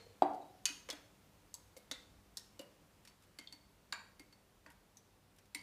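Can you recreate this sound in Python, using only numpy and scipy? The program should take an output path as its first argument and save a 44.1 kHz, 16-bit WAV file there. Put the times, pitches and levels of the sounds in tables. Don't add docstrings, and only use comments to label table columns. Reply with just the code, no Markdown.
import sys
import numpy as np
from scipy import signal
from scipy.fft import rfft, irfft, next_fast_len
from scipy.io import wavfile
from scipy.ndimage import uniform_filter1d

SR = 44100
rng = np.random.default_rng(int(sys.argv[2]) if len(sys.argv) > 2 else 0)


def amplitude_ratio(level_db):
    exponent = np.asarray(level_db, float) / 20
    return 10 ** exponent


def dump_mix(stems):
    frames = np.atleast_2d(stems).T
    limited = np.clip(frames, -1, 1)
    pcm = np.round(limited * 32767).astype(np.int16)
    wavfile.write(sys.argv[1], SR, pcm)


N = 247842
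LEAD = SR // 5
ROOM_STEP = SR // 5


def unit(x):
    return x / np.sqrt(np.mean(x ** 2) + 1e-20)


def along(points, hz):
    point_hz, value = np.transpose(points)
    return np.interp(np.log(hz + 1), np.log(point_hz + 1), value)


def coloured(size, gain):
    m = next_fast_len(size)
    spectrum = rfft(rng.standard_normal(m))
    return irfft(spectrum * gain(np.fft.rfftfreq(m, 1 / SR)), m)[:size]


def add(track, start_s, sound):
    part = track[LEAD + round(start_s * SR):][:len(sound)]
    part += sound[:len(part)]


def notes(rows, rise_s, rough):
    track, t = np.zeros(LEAD + N), np.arange(SR // 3) / SR
    for start_s, hz, level_db, t60_s in rows:
        t60_s = max(t60_s, .003)
        bend = 1 + 1.23 * np.exp(-t60_s / 0.045)
        envelope = amplitude_ratio(level_db - 60 * (t / t60_s) ** bend) * (1 - np.exp(-t / rise_s))
        waver = rough * np.cumsum(uniform_filter1d(rng.standard_normal(len(t)), size=64))
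        add(track, start_s, envelope * np.sin(2 * np.pi * hz * t + waver))
    return track


def cracks():
    # start_s, crack_db, then low_db, middle_db, top_db relative to the crack
    firm_contacts = [(-.06, -32.5, 1, -9.5, -15.5), (0.2215, -44, 19, 6.5, -13), (.333, -55, 31, -13, -15),
                     (.3454, -54.5, 20, -17, -7), (.6545, -17, -40, -16.5, -13), (0.8883, -39, 1, 2, -13),
                     (.9009, -31.5, -3, -9.5, -10), (.9076, -34, -22, -22, -13), (0.9281, -43.5, 8, -5, -5),
                     (1.5415, -37, -30, -30, -3.5), (1.7654, -43, 5.5, -19, -15),
                     (1.9126, -27, -12, -14, -13.5), (2.3706, -28.5, -15.5, -31.5, -9.5),
                     (2.5925, -39.5, -15, -10, -7.5), (3.05, -49.5, -5, -4.5, -6),
                     (3.0743, -46, -16, -10, -9.5), (3.3871, -38.5, -4.5, -8.5, -9),
                     (3.473, -53, -36, -27.5, -23.5), (3.5242, -42, -13, -13.5, -9.5),
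                     (3.9242, -34, -2.5, -1.5, -10), (4.1954, -45.5, 0, -8.5, -6),
                     (4.6625, -54, 5, 1.5, -11), (4.9706, -50.5, -24.5, -27, -5),
                     (5.5474, -32, -13.5, -16.5, -6)]
    # start_s, crack_db, top_db relative to the crack
    light_grazes = [(.4188, -65, -14), (.6874, -37, -16), (1.7714, -52, 6), (2.6114, -54, 1.5),
                    (3.0936, -60, -7), (3.2222, -57, -4), (3.236, -58.5, -5), (4.3261, -54.5, -10),
                    (4.7017, -53, -3.5), (4.7174, -63, 1), (5.3616, -67, 7), (5.3855, -53, -6.5),
                    (5.455, -57.5, -9.5), (5.592, -56, -18), (5.6104, -57, -11)]
    corner_hz = [200, 600, 1200, 2400, 3800, 7000, 10500, 15000]
    graze_low_db, graze_mid_db = -11, -7.5
    t60_at_45_s, shorter_per_db = 0.027, 0.0038
    rise_s = .0007
    near, spread = np.zeros(LEAD + N), np.zeros(LEAD + N)
    t = np.arange(SR // 20) / SR
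    grazes = [(start_s, db, graze_low_db, graze_mid_db, top_db) for start_s, db, top_db in light_grazes]
    for start_s, db, low_db, mid_db, top_db in firm_contacts + grazes:
        corner_db = [low_db - 5.5, low_db + 5, mid_db + 5.5, mid_db + 8.5, 0, -1.5, top_db + 2.5, top_db - 5.5]
        shape = list(zip(corner_hz, corner_db))
        colour = lambda hz: amplitude_ratio(along(shape, hz)) * (hz > 150)
        t60_s = np.clip(t60_at_45_s * (1 - shorter_per_db * (db + 45)), .003, .08)
        fall_db = 60 * (t / t60_s) ** 1.43
        envelope = amplitude_ratio(db - 5 - fall_db) * np.minimum(t / rise_s, 1)
        add(near, start_s, envelope * coloured(len(t), colour))
        pulse = np.fft.fftshift(irfft(colour(np.fft.rfftfreq(256, 1 / SR))))
        add(spread, start_s, np.linalg.norm(envelope) * pulse)
    return near, spread


def choked():
    # start_s, lower_hz, level_db, upper_db relative to the lower note
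    pressed_pairs = [(-.06, 3440, -48, 15), (.222, 3230, -42, -2.5), (.222, 8400, -50.5, -15),
                     (.655, 3050, -32, -17), (.655, 6420, -27, -13), (.655, 9230, -29, -4),
                     (.901, 4280, -41, 4.5), (.901, 6120, -40, -16), (.9, 8500, -46, -12),
                     (.908, 3450, -37, -15), (1.541, 6350, -39, -0.3), (1.912, 2090, -46, -5),
                     (1.913, 3600, -35, -5), (1.919, 3940, -39, -15), (2.371, 5600, -39, -6),
                     (3.05, 5620, -59, -12), (3.074, 5530, -55, -12), (3.473, 3560, -43.5, -1),
                     (3.927, 2246, -39, -12), (3.925, 3850, -37, -3), (3.925, 7140, -39, -6.5),
                     (4.97, 6440, -50.5, -12), (5.385, 5590, -61, -12), (5.548, 2560, -42.5, -5),
                     (5.547, 4120, -42.5, -5), (5.547, 7340, -43, 3.5)]
    # mode_hz, mode_db
    base_modes = [(900, -10.5), (1160, -4), (1380, -7.5), (1550, 1.8), (1730, -6.5), (1920, -3)]
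    # start_s, level_db
    base_scrapes = [
        (.889, -55.5),
        (1.919, -52.5),
        (2.373, -58.5),
        (3.927, -40),
        (4.662, -54),
    ]
    pair_ratio = 1.222
    cycles_at_4k, cycles_grow, most_cycles = 33.3, .7, 44
    pairs = [(start_s, hz * pair_ratio ** k, db + k * up_db)
             for start_s, hz, db, up_db in pressed_pairs for k in range(2)]
    base = [(start_s, hz, db + mode_db) for start_s, db in base_scrapes for hz, mode_db in base_modes]
    cycles = lambda hz: min(cycles_at_4k * (hz / 4000) ** cycles_grow, most_cycles)
    rows = [(start_s, hz, db, cycles(hz) / hz) for start_s, hz, db in pairs + base]
    return notes(rows, rise_s=0.00033, rough=0.12)


def glass():
    # mode_hz, t60_s
    wall_modes = [
        (972, 0.19),
        (2142, .068),
        (4520, .048),
        (4600, .011),
    ]
    # start_s, then mode_db for each of the four
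    wall_taps = [(-.06, -63, -62, -79.5, -60), (.222, -80, -80, -80, -47), (.655, -66, -80, -80, -35),
                 (1.541, -68.5, -80, -80, -47), (1.766, -82, -62, -80, -64), (1.913, -77, -65, -70, -38.5),
                 (2.372, -70, -80, -80, -50), (2.593, -68, -68, -80, -52), (3.078, -79, -82, -61.5, -70),
                 (3.387, -76, -50, -66, -44), (3.525, -72, -67, -48, -60), (3.924, -54, -55, -56, -32.5),
                 (4.195, -84, -59, -75, -54.5), (4.326, -80, -80, -61, -71), (4.663, -65.5, -78, -80, -61),
                 (4.702, -70.5, -80, -80, -75), (5.548, -62, -43, -57, -43), (5.592, -80, -70, -70, -50.5)]
    # mode_hz, level_db, t60_s
    rim_modes = [(2518, -41, .17), (2690, -50, .04), (2900, -44, .16), (3190, -49, .06), (3690, -46, .03),
                 (4575, -41, .16), (5440, -43, 0.036), (6630, -26, 0.016), (6470, -46, .12),
                 (7430, -41, .02)]
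    # start_s, pitch_hz,
    # level_db, t60_s
    stray_notes = [(.415, 3880, -68, .26), (2.594, 2880, -53, .11), (3.387, 3160, -58, .068),
                   (3.473, 3260, -54, .04), (4.97, 5900, -58, 0.037), (1.919, 3930, -51, .09),
                   (3.925, 7190, -50, .06), (3.926, 3790, -52, .06), (2.375, 5510, -53, .07),
                   (2.375, 1856, -65, .06), (2.62, 569, -58, .25), (5.548, 8900, -50, .05),
                   (5.548, 2200, -44, .08), (5.548, 5400, -52, .04), (3.925, 4350, -44, .02),
                   (.66, 970, -66, .6)]
    rim_s = .655
    twin_ratio, twin_db, twin_life, twin_lag_s = 0.96, 2.5, 0.46, 0.003995
    wall = [(start_s, hz, db, t60_s)
            for start_s, *levels_db in wall_taps for db, (hz, t60_s) in zip(levels_db, wall_modes)]
    lowest = wall[::len(wall_modes)]
    twins = [(start_s + twin_lag_s, hz * twin_ratio, db + twin_db, t60_s * twin_life)
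             for start_s, hz, db, t60_s in lowest]
    rim = [(rim_s, *mode) for mode in rim_modes]
    return notes(wall + twins + rim + stray_notes, rise_s=.0005, rough=0.051)


def bench():
    # mode_hz, level_db, t60_s
    top_modes = [(110, -46, .15), (240, -48, 0.03), (295, -30, .12), (354, -31, .16), (557, -42, .035),
                 (755, -9.5, .0095), (748, -33, .4), (818, -39, .22), (585, -42, .15), (661, -43.5, 0.18),
                 (882, -43, .15), (1188, -39.5, .071), (1480, -44, 0.028)]
    # start_s, plank_db, foot_hz, foot_db
    light_knocks = [(-.06, -49, 470, -39.5), (.065, -71, 473, -53), (.698, -49.5, 510, -75),
                    (.889, -67, 522, -44), (.929, -48.5, 624, -54), (1.766, -70, 501, -49),
                    (1.913, -47.5, 510, -50), (2.595, -46.5, 527, -43.5), (2.62, -71, 564, -63),
                    (3.39, -52.5, 431, -65), (3.53, -60, 500, -70), (4.198, -52.5, 524, -66),
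                    (4.663, -61.5, 600, -65.5), (5.552, -49.5, 516, -69)]
    set_down_s = .221
    plank_hz, plank_t60_s, foot_t60_s = 288, .055, .035
    plank_lag_s = .002
    top = [(set_down_s, *mode) for mode in top_modes]
    plank = [(start_s + plank_lag_s, plank_hz, db, plank_t60_s) for start_s, db, _, _ in light_knocks]
    foot = [(start_s, hz, db, foot_t60_s) for start_s, _, hz, db in light_knocks]
    return notes(top + plank + foot, rise_s=.0012, rough=0.013)


def tail():
    # band_hz, t60_s
    decay_times = [(150, 0.43), (400, 0.76), (1000, 0.46), (3000, 0.47), (7000, 0.51), (14000, 0.43)]
    # band_hz, room_db
    room_levels = [(150, -6), (500, -7.5), (1500, 0), (4000, -8.5), (8000, -12), (14000, -11)]
    # delay_s, level_db
    wall_echoes = [
        (.0068, -9),
        (.0125, -16),
        (.021, -16.5),
        (.033, -25),
    ]
    hz, t, z = signal.stft(rng.standard_normal(SR * 2 // 3), SR, nperseg=256)
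    t60_s = along(decay_times, hz)[:, None]
    level_db = along(room_levels, hz)[:, None] - 60 * t / t60_s
    late = signal.istft(z * amplitude_ratio(level_db) / np.sqrt(t60_s), SR, nperseg=256)[1]
    fade_in = np.clip((np.arange(len(late)) / SR - .004) / 0.00755, 0, 1)
    late = late * fade_in * np.sqrt(6 * np.log(10) / SR)
    for delay_s, db in wall_echoes:
        scatter = np.hanning(160) * coloured(160, lambda f: 1 / np.hypot(1, f / 9000)) / 8
        late[round(delay_s * SR):][:160] += amplitude_ratio(db) * scatter
    return late


def room(source, tails):
    wet = np.zeros(LEAD + N)
    for k, answer in zip(range(0, LEAD + N, ROOM_STEP), tails):
        add(wet, (k - LEAD) / SR, signal.fftconvolve(source[k:k + ROOM_STEP], answer))
    return wet


def rumble():
    # time_s, level_db
    swells = [
        (0.0, -80),
        (0.09, -85),
        (2.28, -71),
        (2.68, -82),
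        (4.82, -75.5),
        (4.85, -82),
        (5.62, -79),
    ]
    time_s, db = np.transpose(swells)
    deep = coloured(N, lambda hz: 1 / (1 + ((hz - 52) / 14) ** 4))
    return amplitude_ratio(np.interp(np.arange(N) / SR, time_s, db) - 1.5) * unit(deep)


def floor():
    # point_hz, level_db per Hz
    air_colour = [(13, -44), (40, -6), (204, -5.5), (270, -9.5), (976, -14.5), (1570, -18.5),
                  (14700, -29.5), (16000, -32)]
    # line_hz, width_hz, level_db (rms)
    mains_lines = [(98.2, 5.8, -78), (152.5, 6, -87), (198, 5.13, -82), (294.8, 5.2, -86),
                   (393.7, 5.1, -89), (507.7, 3.6, -89)]
    air_db, swish_db, settles_db_per_s = -70.5, 3, 0.63
    z = signal.stft(coloured(N, lambda hz: amplitude_ratio(along(air_colour, hz))), nperseg=512)[2]
    drift = uniform_filter1d(uniform_filter1d(rng.standard_normal(z.shape), 8, 0), 14, 1)
    air = unit(signal.istft(z * amplitude_ratio(0.69 * unit(drift)), nperseg=512)[1][:N])
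    hum = np.zeros(N)
    for line_hz, width_hz, db in mains_lines:
        hum += amplitude_ratio(db) * unit(coloured(N, lambda hz: 1 / (1 + ((hz - line_hz) / width_hz) ** 2)))
    return amplitude_ratio(air_db + swish_db - settles_db_per_s * np.arange(N) / SR) * air + hum


def scene():
    choked_room_db, crack_room_db = -1, .8
    near, spread = cracks()
    pressed, free = choked(), glass() + bench()
    tails = [tail() for _ in range(0, LEAD + N, ROOM_STEP)]
    to_room = free + amplitude_ratio(choked_room_db) * pressed + amplitude_ratio(crack_room_db) * spread
    contacts = free + pressed + near + room(to_room, tails)
    contacts = signal.sosfilt(signal.butter(2, 200, "high", fs=SR, output="sos"), contacts)
    return (contacts[LEAD:] + rumble() + floor())[None]


def top_cut(x):
    return signal.sosfilt(signal.butter(12, 16370, fs=SR, output="sos"), x)


def record(dry):
    hz = np.fft.rfftfreq(N, 1 / SR)
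    shelf = .05 * (hz < 16350)
    band = 1 / (1 + (hz / 15450) ** 200)
    mix = irfft(rfft(dry) * (shelf + band), N)
    return top_cut(mix)


dry = scene()
out = record(dry)
dump_mix(out)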